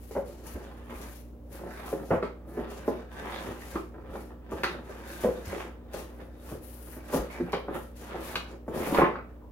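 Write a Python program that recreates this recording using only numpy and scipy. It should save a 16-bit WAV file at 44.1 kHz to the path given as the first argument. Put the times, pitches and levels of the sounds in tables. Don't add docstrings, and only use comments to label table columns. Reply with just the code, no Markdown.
import sys
import numpy as np
from scipy import signal
from scipy.fft import rfft, irfft, next_fast_len
from scipy.io import wavfile
from scipy.ndimage import uniform_filter1d

SR = 44100
rng = np.random.default_rng(int(sys.argv[2]) if len(sys.argv) > 2 else 0)


def volts_from_decibels(level):
    exponent = np.asarray(level, float) / 20
    return 10 ** exponent


def transcribe(signal):
    frames = np.atleast_2d(signal).T
    limited = np.clip(frames, -1, 1)
    pcm = np.round(limited * 32767).astype(np.int16)
    wavfile.write(sys.argv[1], SR, pcm)


N = 419391
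CARD_TOP_HZ = 2710

# frequency [Hz], level [dB per Hz].
BRUSH_SPECTRUM = [(2500, 5.5), (3500, 2), (5000, 3), (7000, 3.5), (8500, -4), (11000, -1.5), (15800, -25.5)]
# frequency [Hz], level [dB per Hz].
FIZZ_SPECTRUM = [(6000, -41.5), (8500, -7.5), (9800, 2.5), (11500, 5), (14000, 1), (15800, -1.5)]


def evened(x):
    return x / np.sqrt(np.mean(x ** 2) + 1e-20)


def read(points, hz):
    f, value = np.transpose(points)
    return np.interp(np.log(hz + 1), np.log(f + 1), value)


def add(mix, start_s, sound):
    part = mix[round(start_s * SR):][:len(sound)]
    part += sound[:len(part)]


def colour(x, points):
    gain_db = np.maximum(read(points, abs(np.fft.fftfreq(2048, 1 / SR))), -90)
    log_gain = np.log(volts_from_decibels(gain_db))
    taps = np.fft.ifft(np.exp(np.conj(signal.hilbert(log_gain)))).real[:1024]
    taps = taps.reshape((1,) * (x.ndim - 1) + (-1,)) / np.linalg.norm(taps)
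    return signal.oaconvolve(x, taps, axes=-1)[..., :x.shape[-1]]


def ring(x, hz, width_hz):
    return signal.lfilter(*signal.iirpeak(hz, hz / width_hz, SR), x)


def ring_twice(x, hz, width_hz):
    return ring(ring(x, hz, width_hz), hz, width_hz)


def dulled(x, top_hz):
    return signal.sosfilt(signal.butter(4, top_hz, fs=SR, output="sos"), x)


def box(x):
    # pitch [Hz], width [Hz], level [dB].
    panels = [(147.5, 34, -3.5), (206, 90.5, 1), (266, 111, -1.5), (345, 28.3, 3), (423, 33, 0),
              (481.5, 35, -2), (538.4, 54, -1.5), (686, 107, -7.5), (739.4, 62, -5), (881, 44, -10.5),
              (1004, 37, -12), (1152, 125, -16), (1334, 150, -15), (1692, 77, -20), (1820, 90, -19)]
    return sum((-1) ** k * volts_from_decibels(db) * ring(x, hz, width_hz) for k, (hz, width_hz, db) in enumerate(panels))


def slips(per_s, spread_db, smooth, lumps_db, same):
    clicks = (rng.random(N) < per_s / SR) * volts_from_decibels(spread_db * np.minimum(rng.exponential(1, N), 4))
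    lumps = evened(uniform_filter1d(uniform_filter1d(rng.standard_normal(N), 500), 500))
    a, b = rng.standard_normal((2, N))
    ports = np.array([a, same * a + np.sqrt(1 - same ** 2) * b])
    return (evened(clicks) + smooth) * volts_from_decibels(lumps_db * lumps) * ports


def strokes(rows, rise_db_per_s, release_db_per_s):
    start_s, hold_s, *layers_db = np.transpose(rows)
    t = np.arange(0, N + 256, 128)[:, None] / SR
    rise_db = np.minimum(rise_db_per_s * (t - start_s), 0)
    shape_db = np.minimum(rise_db, -release_db_per_s * (t - start_s - hold_s))
    powers = [(volts_from_decibels(shape_db + db) ** 2).sum(1) for db in layers_db]
    return np.array([np.interp(np.arange(N) / SR, t[:, 0], power) for power in powers])


def patches(depth_db):
    wander = rng.standard_normal(N // 3000 + 2)
    return volts_from_decibels(depth_db * np.interp(np.arange(N) / 3000, np.arange(len(wander)), wander))


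def tray_on_card():
    # full contact from [s], hold [s], panel drag [dB], edge scrape [dB].
    quick_pushes = [(0.463, 0.36, -55.5, -58.5), (0.908, 0.012, -44, -50.5), (1.537, 0.061, -50, -58.5),
                    (1.652, 0.03, -42, -69), (3.123, 0.032, -46.5, -51.5), (3.177, 0.11, -46.5, -46.5),
                    (3.45, 0.078, -43, -51.5), (3.768, 0.0076, -37, -44), (3.946, 0.041, -49.5, -83),
                    (4.305, 0.012, -48.5, -60.5), (4.584, 0.0067, -90, -46.5), (5.232, 0.017, -42.5, -43.5),
                    (5.5, 0.12, -46.5, -48.5), (5.933, 0.062, -44.5, -51.5), (6.053, 0.89, -60.5, -67),
                    (6.204, 0.022, -49, -60), (6.453, 0.098, -52, -61), (7.105, 0.058, -47.5, -46),
                    (7.31, 0.074, -46, -51.5), (7.48, 0.01, -40, -50.5), (7.75, 0.011, -33.5, -44.5),
                    (8.152, 0.059, -41.5, -70), (8.372, 0.0047, -43, -54), (8.512, 0.035, -47.0, -63),
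                    (8.706, 0.04, -40.5, -60), (8.743, 0.33, -36.5, -46.5), (7.688, 0.03, -40, -66),
                    (7.17, 0.046, -36.5, -58), (1.96, 0.051, -43, -73), (8.95, 0.06, -50, -41),
                    (2.578, 0.066, -38.5, -61), (3.24, 0.04, -43, -60), (1.64, 0.043, -48, -63),
                    (9.16, 0.044, -45.5, -70)]
    # full contact from [s], hold [s], panel drag [dB], edge scrape [dB].
    slow_slides = [(0.18, 0.46, -53.5, -82), (0.907, 0.15, -53, -56.5), (1.617, 0.44, -49.5, -78),
                   (1.781, 0.1, -90, -49.5), (2.534, 0.16, -47, -90), (2.609, 0.38, -47, -54.5),
                   (3.248, 0.43, -55, -57), (3.359, 0.022, -40, -43), (4.116, 0.045, -42, -56),
                   (4.529, 0.24, -46, -56), (4.903, 0.41, -49.5, -54.5), (5.375, 0.31, -47.5, -59),
                   (5.913, 0.19, -51, -66), (6.958, 0.58, -65, -58), (7.745, 0.023, -43, -57),
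                   (8.077, 0.31, -47.5, -50), (8.956, 0.044, -31, -45), (9.294, 0.037, -61, -68)]
    # frequency [Hz], level [dB per Hz].
    scrape_spectrum = [(350, -19), (600, 2.5), (896, 1.5), (1180, 1.5), (1590, -0.5), (2100, -5.5),
                       (3440, -10.5), (7000, -55), (15400, -120)]
    # pitch [Hz], width [Hz], level [dB].
    edge_modes = [(1510, 330, 5), (2210, 190, -4), (3690, 190, -9), (4560, 400, -19)]
    slide_power = strokes(slow_slides, 124, 140)
    dragging, scraping = np.sqrt(strokes(quick_pushes, 470, 550) + slide_power)
    sliding = np.sqrt(slide_power[1])
    scraping_fast = sliding * (sliding / volts_from_decibels(-40.5)) ** 2.3

    drag_slips = slips(per_s=600, spread_db=2.0, smooth=0.4, lumps_db=2.5, same=0.94)
    drag = evened(dulled(box(drag_slips), 4600))
    grit = slips(per_s=1200, spread_db=3.0, smooth=0.75, lumps_db=1.9, same=0.38)
    sing = sum(volts_from_decibels(db) * patches(depth_db=9.0) * ring(grit, hz, width_hz) for hz, width_hz, db in edge_modes)
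    scrape = evened(evened(colour(grit, scrape_spectrum)) + 0.58 * evened(sing))
    rasp = evened(ring_twice(grit, 3700, 1600))

    out = crunches(grit) + squeaks(grit)
    out = out + volts_from_decibels(-3.5) * scraping_fast * rasp
    out = out + volts_from_decibels(2.0) * dragging * drag
    return out + volts_from_decibels(4.5) * scraping * scrape


def crunches(grit):
    # full contact from [s], hold [s], dull crunch [dB], sharp crunch [dB].
    jams = [(0.112, 0.08, -63, -60), (0.92, 0.028, -59, -57), (1.03, 0.02, -58, -57),
            (1.78, 0.046, -55, -58), (1.865, 0.03, -55, -56), (2.113, 0.047, -36.5, -67),
            (2.232, 0.025, -41.5, -55), (3.23, 0.061, -53, -60), (3.34, 0.07, -60, -57),
            (3.725, 0.01, -55, -53), (5.45, 0.21, -71, -57.5), (7.308, 0.055, -55, -46.5),
            (7.535, 0.02, -45, -48), (7.685, 0.029, -52, -70), (8.25, 0.06, -61, -55),
            (8.81, 0.12, -60, -48.5), (8.975, 0.018, -26.5, -36), (9.02, 0.045, -37, -42),
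            (9.17, 0.035, -55, -56)]
    dull, sharp = np.sqrt(strokes(jams, 1200, 390))
    bands = ((dull, 1050), (sharp, 2140))
    return sum(level * evened(dulled(ring_twice(grit, hz, 1100), CARD_TOP_HZ)) for level, hz in bands)


def squeaks(grit):
    # full contact from [s], hold [s], level [dB], pitch [Hz].
    singing_slips = [(1.702, 0.028, -54, 1350), (3.125, 0.17, -53, 1520), (3.35, 0.05, -56, 3500),
                     (5.07, 0.14, -61, 3550), (3.35, 0.037, -51, 1620), (3.615, 0.025, -49.5, 1890),
                     (3.72, 0.01, -50, 1600), (5.144, 0.07, -56, 1530), (5.44, 0.06, -63, 1600),
                     (7.32, 0.06, -51.5, 2540), (7.535, 0.03, -49.5, 3190), (7.48, 0.02, -54, 2300),
                     (9.157, 0.043, -43, 1320), (9.182, 0.03, -62, 2570), (9.418, 0.056, -62, 990)]
    out = 0
    for start_s, hold_s, db, hz in singing_slips:
        tone = ring(ring(grit, hz, hz / 14), hz, hz / 3)
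        out = out + np.sqrt(strokes([(start_s, hold_s, db)], 910, 780)) * evened(tone)
    return out


def hands():
    # full contact from [s], hold [s], skin brush [dB], foam fizz [dB].
    quick_grips = [(0.011, 0.18, -67, -65.5), (0.266, 0.056, -65, -67), (0.461, 0.077, -65, -60.5),
                   (1.523, 0.046, -61.5, -60), (1.732, 0.116, -68.8, -66.5), (1.865, 0.069, -58, -56.5),
                   (2.056, 0.086, -62.5, -68), (2.231, 0.033, -68, -77), (2.485, 0.13, -71.5, -69),
                   (2.704, 0.076, -57.5, -63.5), (3.123, 0.23, -64.5, -69.5), (4.517, 0.22, -66, -67.5),
                   (5.084, 0.077, -56, -57), (5.454, 0.16, -56, -62.5), (5.941, 0.085, -56.5, -58.5),
                   (6.089, 0.179, -77, -75), (6.635, 0.32, -63.5, -57.5), (7.14, 0.01, -44.5, -44),
                   (7.31, 0.05, -60.5, -66), (7.75, 0.017, -70, -56.5), (7.971, 0.11, -60.5, -63.5),
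                   (8.484, 0.027, -63.5, -74), (8.685, 0.18, -77, -73), (8.753, 0.15, -53, -54),
                   (8.92, 0.071, -51, -51)]
    # full contact from [s], hold [s], skin brush [dB], foam fizz [dB].
    slow_sweeps = [(0.283, 0.37, -68, -73.5), (0.708, 0.081, -73, -76.1), (0.958, 0.21, -61, -60.5),
                   (1.544, 0.594, -69.5, -70), (2.885, 0.01, -68, -64), (3.309, 0.2, -60, -63),
                   (3.618, 0.16, -58.5, -61.5), (4.164, 0.064, -66.5, -67), (4.892, 0.74, -65.5, -69.5),
                   (5.234, 0.0086, -53.5, -54.5), (6.484, 0.034, -59.5, -59), (7.148, 0.0078, -50.5, -53.5),
                   (7.39, 0.2, -78, -73.5), (7.802, 0.021, -64.5, -63), (8.247, 0.077, -54.5, -55.5),
                   (8.89, 0.012, -55, -53)]
    brushing, fizzing = np.sqrt(strokes(quick_grips, 730, 260) + strokes(slow_sweeps, 162, 162))
    skin = slips(per_s=3700, spread_db=3.5, smooth=1.8, lumps_db=1.5, same=0.084)
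    brush = evened(colour(skin, BRUSH_SPECTRUM))
    fizz = evened(colour(skin, FIZZ_SPECTRUM))
    return volts_from_decibels(5.0) * brushing * brush + volts_from_decibels(8.0) * fizzing * fizz


def knocks():
    # start [s], peak [dB], panel pitch [Hz], corner re peak [dB], corner pitch [Hz].
    box_knocks = [(0.11, -31.5, 443, -34, 965), (1.635, -36, 480, -27, 800), (1.928, -19, 494, -35, 800),
                  (2.226, -22, 402, -13.5, 1230), (2.472, -38, 210, -29, 965),
                  (3.756, -30.5, 352, -3, 1120), (4.154, -29, 503, -13, 965), (4.519, -25, 344, -14, 965),
                  (4.895, -32, 365, -25, 965), (5.285, -32, 463, -19, 965), (7.401, -22.5, 241, -34, 965),
                  (7.531, -19.5, 370, -10.5, 780), (8.802, -28, 300, -25, 965), (8.921, -26, 266, -13, 965),
                  (8.946, -22.5, 267, -10, 900), (8.985, -14, 537, -10.5, 1310), (9.017, -12, 417, -9, 960)]
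    # start [s], peak [dB], panel pitch [Hz], corner re peak [dB].
    tray_taps = [
        (2.879, -14, 364, -44),
        (3.942, -44.5, 424, -10),
        (4.635, -23, 393, -7.5),
        (5.529, -26, 463, -20),
        (5.941, -24.5, 558, -22),
        (6.967, -35, 220, -19),
        (7.683, -27, 286, -14.5),
        (8.144, -27, 426, -24),
        (8.68, -25, 347, -26),
        (9.155, -37, 350, -6.5),
    ]
    # start [s], peak [dB], panel pitch [Hz], corner re peak [dB], corner pitch [Hz].
    soft_shoves = [(0.151, -20, 562, -20.5, 970), (0.548, -33, 345, -26, 1350),
                   (0.911, -36.5, 312, -11, 1010), (1.029, -43, 244, -12, 974),
                   (1.535, -41.5, 241, -17, 1270), (2.105, -16.5, 570, -14.5, 1010),
                   (2.571, -24, 355, -22, 1020), (5.238, -19, 514, -26, 1610),
                   (6.507, -27.5, 209, -26, 1290), (7.128, -18, 510, -17.5, 1040),
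                   (9.033, -23, 410, -7.5, 1590), (9.408, -59, 244, -3, 931)]
    knock_ms, shove_ms, tray_corner_hz = 8.07, 15.1, 1350
    rows = [(*k, knock_ms) for k in box_knocks]
    rows += [(*k, tray_corner_hz, knock_ms) for k in tray_taps]
    rows += [(*k, shove_ms) for k in soft_shoves]
    out, t = np.zeros(N), np.arange(9000) / SR
    for start_s, db, hz, corner_db, corner_hz, ms in rows:
        u = t / (ms / 1000)
        contact = np.exp(-u) * (1 - np.exp(-u / 0.71))
        rattle = (rng.random(len(t)) < 700 / SR) * rng.standard_normal(len(t)) * contact
        rattle[0] = -9 * np.exp(-ms / 3.8)
        blow = ring_twice(rattle, hz, 2.54 * hz)
        body = box(blow) + 1.46 * ring(blow, hz, 73)
        wide = ring(3 * rattle + 0.79 * rng.standard_normal(len(t)) * contact, corner_hz, 0.94 * corner_hz)
        corner = ring(wide, corner_hz, 0.32 * corner_hz) + 0.35 * ring(wide, corner_hz, 0.21 * corner_hz)
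        body, corner = body / abs(body).max(), corner / abs(corner).max()
        add(out, start_s, volts_from_decibels(db) * (body + volts_from_decibels(corner_db + 7.5) * corner))
    return out


def blows():
    # start [s], peak [dB], pitch [Hz], decay [cycles].
    panel_blows = [(0.165, -23.5, 560, 2.2), (0.556, -29.5, 345, 2), (1.658, -35, 420, 2.2),
                   (1.936, -18, 353, 1.6), (2.106, -20.5, 467, 3), (2.113, -18.5, 330, 1.4),
                   (2.12, -13, 610, 1.2), (2.134, -18.5, 250, 1.4), (2.153, -19, 564, 2.9),
                   (2.126, -13, 620, 1.8), (2.145, -20.5, 523, 2.4), (2.234, -21.5, 418, 1.4),
                   (2.574, -34, 560, 2.2), (3.73, -35, 404, 1.5), (3.758, -23.5, 345, 3.3),
                   (3.78, -26.5, 378, 2.4), (3.808, -34, 370, 1.6), (4.155, -30, 600, 1.8),
                   (5.238, -18.5, 423, 1.6), (5.246, -18.5, 546, 3.8), (5.258, -16, 494, 1.9),
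                   (5.288, -18.5, 466, 3.8), (5.31, -26, 476, 3.4), (4.534, -26, 400, 2.6),
                   (4.556, -30, 420, 1.8), (4.645, -22, 1300, 1.3), (7.684, -27, 700, 2.7),
                   (8.681, -29.5, 477, 3.0), (5.564, -30.5, 431, 2.6), (6.553, -30.5, 440, 2.6),
                   (7.543, -21, 450, 1.3), (7.571, -25.5, 480, 2.6), (7.711, -25, 400, 1.5),
                   (8.145, -26.5, 600, 1.5), (8.163, -30, 480, 1.4), (8.179, -30, 452, 1.8),
                   (8.215, -33, 480, 1.8), (8.226, -35, 520, 1.5), (8.355, -27, 1600, 1.5),
                   (8.363, -26.5, 480, 1.5), (8.374, -30, 503, 2.2), (8.924, -21, 323, 2.4),
                   (8.947, -17, 950, 1.2), (8.985, -10, 500, 2.8), (9.0, -13, 800, 1.5),
                   (9.018, -9, 980, 1.6), (9.036, -15, 400, 2.8), (9.06, -18.5, 796, 1.5),
                   (9.156, -25.5, 1140, 3.7),
                   (0.153, -28.5, 560, 3), (1.637, -34, 700, 2), (4.156, -32.5, 1100, 1.5),
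                   (7.432, -30, 230, 2), (7.447, -31, 210, 2), (7.532, -23, 900, 1.2),
                   (7.146, -17.5, 477, 1.7), (7.162, -19, 604, 1.5), (8.68, -35, 560, 2),
                   (8.698, -29, 430, 2), (8.714, -31, 480, 3), (8.747, -30, 420, 2), (8.76, -30, 330, 1.5),
                   (8.805, -27, 380, 1.5), (8.813, -25, 350, 2), (8.833, -25, 900, 1.2),
                   (8.872, -26, 330, 2), (8.928, -19, 300, 1.5), (8.972, -25, 1300, 2),
                   (8.979, -21, 1200, 2), (8.99, -12, 520, 1.5), (9.045, -17, 600, 1.3)]
    out, t = np.zeros(N), np.arange(3000) / SR
    for start_s, db, hz, cycles in panel_blows:
        u = t * hz
        shape = (1 - np.exp(-u / 0.18)) * np.exp(-1.5 * u / cycles)
        add(out, start_s, -volts_from_decibels(db + 4.5) * np.sin(2 * np.pi * u) * shape)
    return out


def slaps():
    # start [s], peak [dB], centre [Hz], fade [ms].
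    flap_slaps = [
        (4.634, -18, 1940, 21.4),
        (7.531, -26, 2040, 21),
        (8.356, -17, 2680, 7.4),
        (8.946, -23.5, 2400, 6.6),
        (9.157, -45, 2390, 12),
        (2.113, -46, 1400, 12),
        (2.227, -32, 1950, 28),
    ]
    # frequency [Hz], level [dB per Hz].
    crack_spectrum = [(400, -43), (800, 16.5), (2600, 6.5), (3100, 4), (5000, 7), (8000, -54), (15500, -71)]
    out, t = np.zeros(N), np.arange(5000) / SR
    for start_s, db, hz, fade_ms in flap_slaps:
        shiver = 1.5 * rng.standard_normal(len(t)) * np.exp(-t / (fade_ms / 1000))
        shiver[0] = -6
        slap = colour(0.19 * shiver + ring(shiver, hz, 0.59 * hz), crack_spectrum)
        add(out, start_s, volts_from_decibels(db) * slap / abs(slap).max())
    return out


def ticks():
    # start [s], peak [dB], fade [ms].
    film_ticks = [(0.112, -39.5, 31), (0.2593, -50, 15), (0.4413, -46, 22), (0.4674, -34.5, 9.6),
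                  (0.901, -45, 15), (1.015, -38, 17), (1.8667, -45, 21), (2.2313, -52, 15),
                  (2.701, -44, 15), (2.8795, -41, 15), (4.1974, -48, 15), (4.5115, -40, 15),
                  (4.6358, -29, 5.1), (5.456, -40, 13), (5.935, -35, 17), (7.1455, -36, 9.4),
                  (7.3096, -43, 15), (7.522, -35, 5), (7.747, -42, 12), (7.9703, -49, 15),
                  (8.3552, -30.5, 10), (8.6815, -49, 15), (8.737, -53, 15)]
    out, t = np.zeros(N), np.arange(5000) / SR
    for start_s, db, fade_ms in film_ticks:
        shape = np.exp(-t / 0.00051) + 0.13 * np.exp(-t / (fade_ms / 1000))
        add(out, start_s, volts_from_decibels(db - 1.5) * shape * rng.standard_normal(len(t)))
    return colour(out, BRUSH_SPECTRUM) + 0.74 * colour(out, FIZZ_SPECTRUM)


def thumps():
    # start [s], peak [dB], pitch [Hz].
    bench_thumps = [(0.167, -39, 68.4), (0.539, -34, 72), (0.946, -33, 58), (1.037, -43, 67),
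                    (2.108, -29.5, 112.4), (2.147, -35, 92.5), (2.6, -38, 52.7), (3.477, -37.5, 99),
                    (3.738, -38, 67), (4.097, -35, 55.7), (4.529, -34, 75.4), (5.273, -37, 64.6),
                    (5.471, -32.5, 81), (5.946, -38, 54), (6.53, -44, 89), (7.181, -27, 51),
                    (6.58, -36, 60), (8.798, -34, 64.6), (8.978, -31, 63)]
    # start [s], peak [dB], pitch [Hz].
    air_booms = [
        (2.112, -24, 179),
        (7.14, -24, 268),
        (7.144, -29.5, 166),
        (5.245, -27, 201),
        (7.399, -24, 351),
        (7.42, -30, 177),
        (7.54, -35.5, 176),
        (9.02, -30, 161),
        (2.15, -36, 130),
        (8.987, -26.5, 280),
    ]
    out, t = np.zeros(N), np.arange(12000) / SR
    shape = (1 - np.exp(-t / 0.0091)) * np.exp(-t / 0.02)
    for start_s, db, hz in bench_thumps + air_booms:
        add(out, start_s, volts_from_decibels(db + 7) * np.sin(2 * np.pi * hz * t) * shape)
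    return signal.sosfilt(signal.butter(2, 38, "high", fs=SR, output="sos"), out)


def paired(a, b, size):
    # frequency [Hz], left-right likeness [-1..1].
    likeness = [(150, 0.76), (400, 0.6), (1000, .5), (2500, -0.28), (8000, 0)]
    hz, _, z = signal.stft(np.array([a, b]), SR, nperseg=size)
    same = np.clip(read(likeness, hz), 0, 1)[:, None]
    return hz, np.array([z[0], same * z[0] + np.sqrt(1 - same ** 2) * z[1]])


def room(x):
    # frequency [Hz], t60 [s].
    decay_times = [(100, 0.26), (400, 0.37), (1500, 0.35), (4000, 0.35), (12000, 0.14)]
    out, turn = 0, 2 * np.pi * 2.3 * np.arange(N) / SR
    for k in range(3):
        taps = rng.choice([-1., 1.], (2, 22000)) * (rng.random((2, 22000)) < 0.1)
        taps[:, :130] = 0
        hz, z = paired(*taps, size=256)
        t = np.arange(z.shape[2]) * 128 / SR
        decay = volts_from_decibels(-60 * t / read(decay_times, hz)[:, None])
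        tail = signal.istft(z * decay, SR, nperseg=256)[1]
        tail = tail / np.linalg.norm(tail[0])
        share = np.sqrt(2 / 3) * np.cos(turn + k * 2 * np.pi / 3)
        out = out + signal.oaconvolve((share * x)[None], tail, axes=1)[:, :N]
    return out


def air():
    # frequency [Hz], level [dB per Hz].
    air_spectrum = [(15, -36), (28, -16), (59, -0.5), (82, 4), (107, -7), (157, -10.5), (241, -8.5),
                    (342, -8.5), (542, -7), (654, -15.5), (1870, -34.5), (4450, -44.5), (11700, -46.5),
                    (15800, -35.5)]
    # harmonic number, level [dB rms].
    harmonics = [(1, -48.5), (2, -62.5), (3, -67.5), (4, -57.5), (5, -60.5), (10, -71)]
    mains_hz = 59.97
    hz, z = paired(*rng.standard_normal((2, N)), size=2048)
    wash = signal.istft(z * volts_from_decibels(read(air_spectrum, hz))[:, None], SR, nperseg=2048)[1][:, :N]
    t = np.arange(N) / SR
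    hum = sum(volts_from_decibels(db + 4.0) * np.sin(2 * np.pi * (k * mains_hz * t + rng.random())) for k, db in harmonics)
    return volts_from_decibels(-52.5) * evened(wash) + hum


def scene():
    rub = tray_on_card() + hands()
    hits = dulled(knocks() + blows(), CARD_TOP_HZ) + slaps()
    snaps = ticks()
    direct = volts_from_decibels(-2.0) * rub + volts_from_decibels(-1.0) * hits + volts_from_decibels(-2.0) * snaps
    wet = room(volts_from_decibels(-6.5) * rub[0] + volts_from_decibels(-6.5) * hits + volts_from_decibels(4.0) * snaps)
    return direct + wet + thumps() + air()


def roll_off(x):
    return signal.sosfilt(signal.butter(12, 16480, fs=SR, output="sos"), x)


def record(dry):
    # frequency [Hz], left over right [dB].
    left_over_right = [(100, -0.7), (700, 0), (1200, -1), (2000, -3), (3300, 1), (4500, 5), (5500, 11),
                       (7000, 31), (8600, 47), (10000, 26), (12000, 12), (15000, 3)]
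    right_lag_samples, edge_hz = 4, 15840
    size = next_fast_len(N + 4096)
    hz = np.fft.rfftfreq(size, 1 / SR)
    over = volts_from_decibels(read(left_over_right, hz))
    left = np.sqrt(2) * over / np.sqrt(1 + over ** 2) * (hz < edge_hz)
    right = left / over * np.exp(-2j * np.pi * hz * right_lag_samples / SR)
    mix = irfft(rfft(dry, size) * np.array([left, right]), size)[:, :N]
    return roll_off(mix)


dry = scene()
out = record(dry)
transcribe(out)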